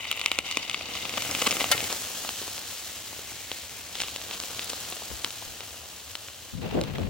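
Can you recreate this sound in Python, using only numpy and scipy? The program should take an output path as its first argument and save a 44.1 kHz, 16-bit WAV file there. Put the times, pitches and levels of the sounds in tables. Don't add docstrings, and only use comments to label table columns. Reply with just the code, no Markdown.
import sys
import numpy as np
from scipy import signal
from scipy.fft import rfft, irfft
from scipy.io import wavfile
from scipy.ndimage import uniform_filter1d

SR = 44100
rng = np.random.default_rng(int(sys.argv[2]) if len(sys.argv) > 2 else 0)


def store_wav(level_fs):
    pcm = np.round(np.clip(np.atleast_2d(level_fs), -1, 1) * 32767)
    wavfile.write(sys.argv[1], SR, pcm.T.astype(np.int16))


N = 312669
TIME = np.arange(N) / SR

# t/s, level/dB, thump gain/dB, snap gain/dB
POPS = [(0.0532, -31.5, -30, -24), (0.114, -22, -29, -16), (0.1269, -30.5, -16, -7),
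        (0.175, -33.5, -11, -12), (0.195, -30.5, -21, -18), (0.2143, -26, -27, -9),
        (0.2606, -18.5, -30, -6), (0.3163, -19, -13.5, -12), (0.3878, -20, -8, -6.5),
        (0.5125, -27.5, -29, -5), (0.5713, -22, -7, -6), (0.697, -26.5, -18, -5.5), (0.713, -32, -25, -9),
        (0.7446, -22, -18, -18), (0.81, -33.5, -6, -20), (0.953, -32.5, -10.5, -5), (1.053, -31, -4, -12),
        (1.0945, -31, -25, -4.5), (1.139, -30, -9, -16), (1.174, -30, -6, -6), (1.1783, -30.5, -1, -7),
        (1.222, -33, -4, 2), (1.312, -36, -2, 9), (1.3499, -26, -2, -4.5), (1.4176, -25, -5, -4),
        (1.4215, -25, -1.5, -6), (1.4649, -27, -2, -12), (1.4695, -21, -3.5, -5.5), (1.4739, -23, -1, -8),
        (1.5095, -25.5, -8, 0), (1.516, -26.5, -9, -2), (1.526, -30.5, 4, -7), (1.5685, -29, -1.5, -5),
        (1.602, -28.5, -5, -7), (1.6074, -25, -5, -13), (1.616, -29, 0, -8), (1.6423, -24, -3, -15),
        (1.779, -28, -28, -12), (1.805, -28, -13, -11), (1.8416, -34, -32, 3), (1.9273, -35, -3, 8),
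        (2.249, -39.5, 7, -10), (2.291, -29.5, -8, -11), (2.417, -39.5, -9, 0), (2.4788, -43, 2, 0),
        (2.5794, -37, -25, 0.5), (3.5163, -28.5, -9, -8), (3.954, -32.5, -20, -22), (4.003, -26, -33, -17),
        (4.015, -33, -22, 3), (4.0189, -28.5, -18, 1), (4.0355, -32, -9, -12), (4.084, -35, -8, -10),
        (4.1613, -31.5, -8.5, -2), (4.2156, -37.5, -10, -12), (4.311, -32, -20, -13),
        (4.401, -34, -13, 3.5), (4.4365, -37.5, -2, -1), (4.594, -28, -30, -4), (4.6964, -36, -22, 2.5),
        (4.7003, -35.5, -13, 5), (4.733, -35.5, -3, -4), (4.9243, -37.5, -4, -10), (5.246, -23.5, -18, -2),
        (5.306, -38, -25, 1), (5.6064, -37, -6, -12), (6.1538, -30, -19, -5), (6.2848, -39, -17, -8),
        (6.8132, -33, -25, -1), (6.8376, -37.5, -5, -1), (6.9837, -40.5, 3.5, -16)]
# t/s, duration/s, crackle level/dB, searing level/dB
SPITTING = [(-.03, 0.42, -38, -46), (.435, 0.21, -37.5, -38), (.66, 0.21, -41, -42.5),
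            (.89, 0.32, -41.5, -42), (1.17, 0.71, -42.5, -57)]
# full boil from t/s, until t/s, steam level/dB, simmer level/dB, churn level/dB
POURS = [(1.4, 1.84, -37.5, -44.5, -40), (4.484, 4.85, -43.5, -47.5, -55)]
# t/s, level gained/dB, rise time/s
BREAKOUTS = [(.88, 6.5, 0.017), (1.14, 4.5, 0.055)]
# t/s, level/dB, width/s
FLARES = [(1.406, -33, 0.014), (1.467, -25, 0.0066), (1.614, -30.5, 0.013), (4.01, -37.5, 0.051),
          (4.337, -34, 0.0085), (4.623, -37, 0.011), (1.91, -35, 0.014)]
# f/Hz, bandwidth/Hz, gain/dB
VENTS = [(1340, 140, -2), (2930, 380, .5), (3800, 1000, 1.5)]
# t/s, gain/dB
LOW_VENT_GAIN = [(1.8, 4), (2.2, -5), (2.85, 1.5), (3.3, 6), (3.8, 7.5), (4.2, 1), (5.3, -1), (6.2, -1)]
# t/s, peak level/dB, f/Hz
PLOPS = [(1.176, -25, 487), (2.248, -28, 680), (2.416, -31, 420), (2.4255, -34, 850), (2.479, -29, 480),
         (3.13, -32, 806), (3.191, -32.5, 413), (4.7322, -36.5, 480), (4.924, -34, 686), (5.021, -31, 806),
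         (5.114, -32, 393), (5.423, -31.5, 830)]
# t/s, level/dB, width/s
SPLASHES = [(1.179, -33, 0.0053), (1.302, -32.5, .003), (1.46, -38.5, .03), (1.92, -36, 0.014),
            (3.32, -41, 0.0036), (5.264, -40.5, .005)]
# f/Hz, level/dB, 60 dB decay time/s
TRAY_MODES = [(578, -9, 0.1), (852, -12, 0.12), (1370, -0.5, 0.071), (1850, -4.5, 0.14), (2130, 1, 0.11),
              (2350, -12, 0.14), (2660, -3, 0.081), (2990, 4.5, 0.054), (3580, 2, 0.053), (4660, -1, 0.046)]
# t/s, level/dB, f/Hz
DROPLETS = [(0.114, -30, 9150), (.166, -42, 11500), (0.195, -40.5, 9500), (4.644, -35, 10300),
            (4.803, -39, 9500), (4.9015, -37.5, 10500), (4.958, -40, 8100)]
# t/s, level/dB
CRUNCHES = [(6.631, -39), (6.664, -37), (6.713, -35.5), (6.957, -34.5), (7.053, -42)]
# t/s, duration/s, buffet level/dB, flutter level/dB
GUSTS = [(5.1, 0.025, -46, -70), (5.46, 0.011, -48.5, -70), (6.527, 0.65, -34, -42),
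         (6.635, 0.026, -38, -35), (6.74, 0.03, -32, -29), (6.77, 0.016, -28, -25),
         (6.98, 0.033, -30, -34.5)]

# f/Hz, level/dB
HOLLOW_POP = [(700, -18), (1250, -0.5), (1700, -15), (2100, 7), (2900, 6.5), (3350, 2.5), (3750, 1.5),
              (4600, -13.5), (6000, -21.5), (12000, -28.5)]
FULL_POP = [(600, -12.5), (1300, -8), (1800, -7.5), (2300, -2.5), (3050, 1.5), (3600, -1.5), (4100, -1.5),
            (4900, -15.5), (6000, -3.5), (12000, -35)]
THUMP = [(70, -36), (170, 2.5), (280, 8), (400, 1), (520, 9), (780, 6), (930, 4.5), (1200, 9), (1600, -1.5),
         (3000, -15)]
SNAP = [(2500, -26), (4800, 16), (7000, 16.5), (9000, 9.5), (12500, -3), (15200, -2.5)]
# f/Hz, level/dB
CRACKLE = [(300, -19.5), (750, -10.5), (1200, -9.5), (1720, -20), (2080, 2), (2450, -2.5), (2950, 4.5),
           (3350, -10.5), (3700, -3), (4400, -32), (7000, -14), (11000, -22)]
SEAR = [(2000, -29), (3650, 8.5), (4350, 2), (4750, 8), (5150, -5), (5600, 4.5), (6650, -7), (7150, -1),
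        (8500, -38)]
STEAM = [(800, -11.5), (1800, -2.5), (2300, -2), (2750, 1), (3150, 2), (3600, -2), (4200, -0.1),
         (5200, 0.5), (7200, 1.5), (8800, 0.5), (10800, -4), (12500, -6), (14000, -4), (15400, -3.5)]
JET = [(200, -16), (600, 2.5), (1100, -5), (1500, 1.5), (2500, 2), (4700, .5), (7000, -2.5),
       (11000, -1), (15500, -9)]
# f/Hz, level/dB
BOIL = [(60, -32), (130, -4.5), (220, -0.5), (380, -2), (520, 0), (780, 0), (950, -3.5), (1400, -3),
        (2200, -4), (4000, -1.5), (9000, -33)]
CHURN = [(60, -15), (90, 2), (140, -1.5), (220, -1), (300, 2.5), (380, -5.5), (490, 3.5), (620, -4),
         (760, 2.5), (920, -13.5), (1250, -3), (1650, -17), (2100, -0.5), (5000, -36)]
SPRAY = [(120, -14), (350, -3), (1100, -2.5), (1800, -6), (6000, -33)]
# f/Hz, level/dB
RUSTLE = [(400, -6), (800, 6), (1400, .5), (2700, 4.5), (3700, -1.5), (5000, -10), (12000, -29),
          (15500, -12)]
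BUFFET = [(20, -42), (45, 2), (75, 5.5), (170, 6), (270, -3), (380, -23), (500, -14), (750, -32),
          (1100, -43), (3000, -52), (8000, -60)]
BREEZE = [(20, -12), (40, -9), (70, 3), (110, -4), (200, -18), (800, -34)]
FLUTTER = [(80, -28), (190, 2.5), (300, 4.5), (420, 3.5), (510, 6), (620, -1), (750, -5.5), (1100, -17),
           (2800, -33), (7000, -53)]
RUMBLE = [(20, -25), (45, -14), (62, 4.5), (80, 5.5), (105, 7.5), (150, -13.5), (250, -13), (600, -22.5),
          (2000, -23), (8000, -40)]
# f/Hz, gain/dB
RIGHT_PORT = [(100, -3), (1500, -1), (2100, -5.5), (4000, -1), (7000, 1), (8000, 1.5), (9300, -25),
              (10700, -0.5), (12200, -15), (14200, 0.5), (15500, 1)]

FULL_S = 1.76
RING_SCATTER, RING_SAG_PER_S = .032, .029
HEAT_DB_PER_S, COOL_DB_PER_S = 10.5, 6.5
CHURN_RISE_DB_PER_S, CHURN_DECAY_S = 12.5, .14
LINGER_STEAM_DB, LINGER_JUICE_DB = -51.5, -55.5
SQUIRT_S, TRAY_HIT_S = 1.7138, 1.7205
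HISS_DROP_S, HISS_DROP_FADE_S, HISS_DROP_DB = 6.49, .11, -6


def pops():
    t = np.arange(SR // 40) / SR
    envelope = (np.exp(-t / .0017) + .045 * np.exp(-t / .008)) * (1 - np.exp(-t / .0004))
    out = np.zeros((2, N))
    for s, db, thump_db, snap_db in POPS:
        spectrum, splutter = (HOLLOW_POP, .42) if s < FULL_S else (FULL_POP, .3)
        share = np.clip(splutter * undb(.25 * thump_db), .05, .65)
        common, *own = rng.standard_normal((3, len(t)))
        burst = np.sqrt(share / len(t)) * unit((common + .5 * np.array(own)) * envelope)
        burst[:, 0] += np.sqrt(1 - share)
        burst *= undb(db) * np.sqrt(.0052 * SR)
        pitch = 1 + RING_SCATTER * rng.uniform(-1, 1) - RING_SAG_PER_S * (min(s, FULL_S) - .5)
        ring = undb(2.2) * colour(burst, np.multiply(spectrum, [pitch, 1]))
        thump = undb(thump_db + 1) * colour(burst, np.multiply(THUMP, [pitch, 1]))
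        snap = undb(snap_db + 2.5) * colour(burst * np.exp(-t / .003), SNAP)
        start = int(s * SR)
        sound = (ring + thump + snap)[:, :N - start]
        out[:, start:start + sound.shape[1]] += sound
    return out


def small_pops(simmer):
    bursts = scatter(grains(rate=45, spread_db=1.5), smear_s=.0021, share=.16, above_hz=5200) * simmer
    ring = undb(-5.5) * colour(bursts, FULL_POP)
    return ring + undb(-10) * colour(bursts, THUMP) + undb(-8.5) * colour(bursts, SNAP)


def spitting():
    crackle = scatter(grains(rate=3000, spread_db=5), smear_s=.0023, share=.52, above_hz=1800)
    sear = scatter(grains(rate=1100, spread_db=6), smear_s=.0027, share=.94, above_hz=2000)
    flicker = undb(2.5 + 1.5 * walk(160))
    crackle *= bouts(SPITTING, column=2, attack_s=.012, release_s=.049) * flicker
    sear *= bouts(SPITTING, column=3, attack_s=.021, release_s=.049)
    return colour(crackle, CRACKLE) + colour(sear, SEAR)


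def steam(vapour):
    fizz = scatter(grains(rate=7000, spread_db=3.4), smear_s=.0015, share=.65, above_hz=3500)
    sputter = undb(5.5 + .4 * walk(30) + .7 * walk(250))
    hiss = colour(fizz * vapour * sputter, STEAM)
    for hz, width_hz, db in VENTS:
        hiss = vent(hiss, hz, width_hz, db + 2.04 * walk(4.82))
    hiss = vent(hiss, hz=2170, width_hz=450, db=np.interp(TIME, *np.transpose(LOW_VENT_GAIN)))
    flare = scatter(grains(rate=2500, spread_db=3), smear_s=.002, share=.6, above_hz=4000)
    flare *= swells(FLARES)
    ticks = scatter(grains(rate=110, spread_db=3), smear_s=.0015, share=.6, above_hz=2500) * vapour
    ring = colour(flare + undb(-9) * ticks, FULL_POP)
    snap = colour(undb(-2) * flare + undb(-16) * ticks, SNAP)
    return hiss + ring + snap


def vent(x, hz, width_hz, db):
    centre_hz = hz * (1 + .027 * walk(4.1))
    return x + (undb(db) - 1) * bandpass(x, centre_hz, width_hz)


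def heating():
    steam_power, juice_power, churn = undb(LINGER_STEAM_DB) ** 2, undb(LINGER_JUICE_DB) ** 2, 0
    for full, until, steam_db, juice_db, churn_db in POURS:
        before, after = np.maximum(full - TIME, 0), np.maximum(TIME - until, 0)
        heat_db = -HEAT_DB_PER_S * before - COOL_DB_PER_S * after
        steam_power += undb(steam_db + heat_db) ** 2
        juice_power += undb(juice_db + heat_db) ** 2
        churn += undb(churn_db - CHURN_RISE_DB_PER_S * before) * np.exp(-after / CHURN_DECAY_S)
    trapped_db = sum(db * (1 - ramp(s, rise)) for s, db, rise in BREAKOUTS)
    drop_db = HISS_DROP_DB * ramp(HISS_DROP_S, HISS_DROP_FADE_S)
    vapour = np.sqrt(steam_power) * undb(drop_db - trapped_db)
    return vapour, np.sqrt(juice_power), churn


def boiling(simmer, bubbles_per_s=30, low_hz=346, high_hz=1240):
    blips = undb(-4.5) * grains(rate=160, spread_db=4) + undb(-.04) * grains(rate=1500, spread_db=.5)
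    splats = scatter(blips, smear_s=.0034, share=.61, above_hz=850) * simmer
    rings = np.zeros(N)
    t = np.arange(SR // 20) / SR
    for s, db, hz in PLOPS:
        span = slice(int(s * SR), int(s * SR) + len(t))
        rings[span] += undb(db) * bubble(hz, t)
        splats[:, span] += undb(db - 8) * rng.standard_normal(len(t)) * np.exp(-t / .005)
    for when, pitch, strength in rng.random((int(bubbles_per_s * N / SR), 3)):
        start = int(when * (N - len(t)))
        hz = low_hz * (high_hz / low_hz) ** pitch
        rings[start:start + len(t)] += undb(4.5) * strength * simmer[start] * bubble(hz, t)
    return undb(2.5) * colour(splats, BOIL) + rings


def bubble(hz, t, swell_cycles=.5):
    cycles = hz * t * (1 + 5 * t)
    age = cycles / swell_cycles
    return np.sin(2 * np.pi * cycles) * age * np.exp(1 - age)


def churning(churn):
    gulps = scatter(grains(rate=280, spread_db=3.5), smear_s=.0058, share=.54, above_hz=500)
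    return colour(gulps * churn, CHURN)


def squirt():
    age = np.maximum(TIME - SQUIRT_S, 0)
    jet = scatter(grains(rate=12000, spread_db=2.5), smear_s=.002, share=.7, above_hz=4500)
    envelope = (1 - np.exp(-age / .0012)) * np.exp(-age / .0086)
    return undb(-9) * colour(jet * envelope, JET)


def tray():
    age = np.maximum(TIME - TRAY_HIT_S, 0)
    ring = np.zeros((2, N))
    for hz, db, t60 in TRAY_MODES:
        port_phase = rng.normal(0, .5, (2, 1))
        ring += undb(db - 60 * age / t60) * np.sin(2 * np.pi * hz * age + port_phase)
    return undb(-19) * ring * (1 - np.exp(-age / .0021))


def droplets():
    t = np.arange(SR // 100) / SR
    out = np.zeros((2, N))
    for s, db, hz in DROPLETS:
        start = int(s * SR)
        contacts = rng.standard_normal((2, len(t))) * np.exp(-t / .0011)
        for port, contact in zip(out, contacts):
            tick = bandpass(contact, np.full(len(t), hz), width_hz=3700)
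            port[start:start + len(t)] += undb(db) * unit(tick)
    return out


def splashes():
    spray = scatter(grains(rate=1500, spread_db=2.5), smear_s=.002, share=.5, above_hz=1500)
    return colour(spray * swells(SPLASHES), SPRAY)


def rustle(start_s=6.61, length_s=.45, level_db=-42.5):
    clicks = scatter(grains(rate=380, spread_db=1.5), smear_s=.0027, share=.92, above_hz=650)
    clicks *= bouts([(start_s, length_s, level_db)], column=2, attack_s=.0064, release_s=.029)
    crunches = rng.standard_normal((2, N)) * swells((s, db, .0039) for s, db in CRUNCHES)
    return colour(clicks + crunches, RUSTLE)


def wind(strong_gust_db=-37):
    gust = bouts(GUSTS, column=2, attack_s=.0037, release_s=.026)
    strength = np.minimum(gust / undb(strong_gust_db), 1)
    eddies = rng.standard_normal((2, N)) * gust * undb(1 + walk(60)) * undb([[1.5], [-7]])
    flutter = rng.standard_normal((2, N)) * undb(2.5 * walk(150)) * ramp(start_s=6.56, rise_s=.067)
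    flutter *= bouts(GUSTS, column=3, attack_s=.0037, release_s=.029) * undb([[-.5], [2]])
    buffet = colour(eddies * strength, BUFFET)
    breeze = colour(eddies * (1 - strength) * undb(9), BREEZE)
    return buffet + breeze + colour(flutter, FLUTTER)


def distant_rumble():
    common, *own = rng.standard_normal((3, N))
    return undb(-56.5) * colour(common + .79 * np.array(own), RUMBLE)


def grains(rate, spread_db):
    chance, size, sign = rng.random(N), rng.exponential(size=N), rng.choice([-1, 1], N)
    return unit((chance < rate / SR) * sign * undb(spread_db * np.minimum(size, 4)))


def scatter(x, smear_s, share, above_hz):
    fade = np.exp(-1 / (smear_s * SR))
    energy = signal.lfilter([1 - fade], [1, -fade], x ** 2)
    smear = np.sqrt(energy) * rng.standard_normal((2, N))
    lowpass = signal.butter(1, above_hz, fs=SR)
    low = signal.lfilter(*lowpass, x)
    diffuse = smear - signal.lfilter(*lowpass, smear)
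    return low + np.sqrt(1 - share) * (x - low) + np.sqrt(share) * diffuse


def colour(x, points, keep_power=True, size=2048):
    hz, db = np.transpose(points)
    log_hz = np.log(np.fft.rfftfreq(size, 1 / SR) + 1)
    cepstrum = irfft(np.log(undb(np.interp(log_hz, np.log(hz), db))))
    cepstrum[1:size // 2] *= 2
    cepstrum[size // 2 + 1:] = 0
    response = irfft(np.exp(rfft(cepstrum)))
    if keep_power:
        response /= np.linalg.norm(response)
    return signal.oaconvolve(x, response[None], axes=-1)[:, :N]


def bandpass(x, hz, width_hz):
    carrier = np.exp(2j * np.pi * np.cumsum(hz) / SR)
    pole = np.exp(-np.pi * width_hz / SR)
    return 2 * np.real(signal.lfilter([1 - pole], [1, -pole], x * carrier.conj()) * carrier)


def walk(rate):
    hold = int(SR / rate)
    steps = np.repeat(rng.standard_normal(N // hold + 1), hold)
    return unit(uniform_filter1d(uniform_filter1d(steps, hold), hold)[:N])


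def bouts(rows, column, attack_s, release_s):
    power = 0
    for row in rows:
        after = np.maximum(TIME - row[0] - row[1], 0)
        power += (undb(row[column]) * ramp(row[0], attack_s) * np.exp(-after / release_s)) ** 2
    return np.sqrt(power)


def swells(rows):
    return sum(undb(db) * np.exp(-.5 * ((TIME - s) / width) ** 2) for s, db, width in rows)


def ramp(start_s, rise_s):
    return np.clip((TIME - start_s) / rise_s, 0, 1)


def undb(db):
    return 10 ** (np.asarray(db) / 20)


def unit(x):
    return x / np.sqrt(np.mean(x ** 2))


def arrive(x, lag_samples):
    return np.array([x[0], np.pad(x[1], (lag_samples, 0))[:N]])


def scene():
    vapour, simmer, churn = heating()
    bursts = pops() + small_pops(simmer) + spitting() + squirt() + tray() + droplets()
    sizzle = steam(vapour) + boiling(simmer) + churning(churn) + splashes()
    fruit = arrive(bursts, lag_samples=2) + arrive(sizzle, lag_samples=1)
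    return fruit + rustle() + distant_rumble() + wind()


def record(dry):
    ports = np.vstack([dry[:1], colour(dry[1:], RIGHT_PORT, keep_power=False)])
    cutoff_hz = 15950
    return signal.sosfilt(signal.ellip(10, .2, 70, cutoff_hz, fs=SR, output="sos"), ports)


dry = scene()
out = record(dry)
store_wav(out)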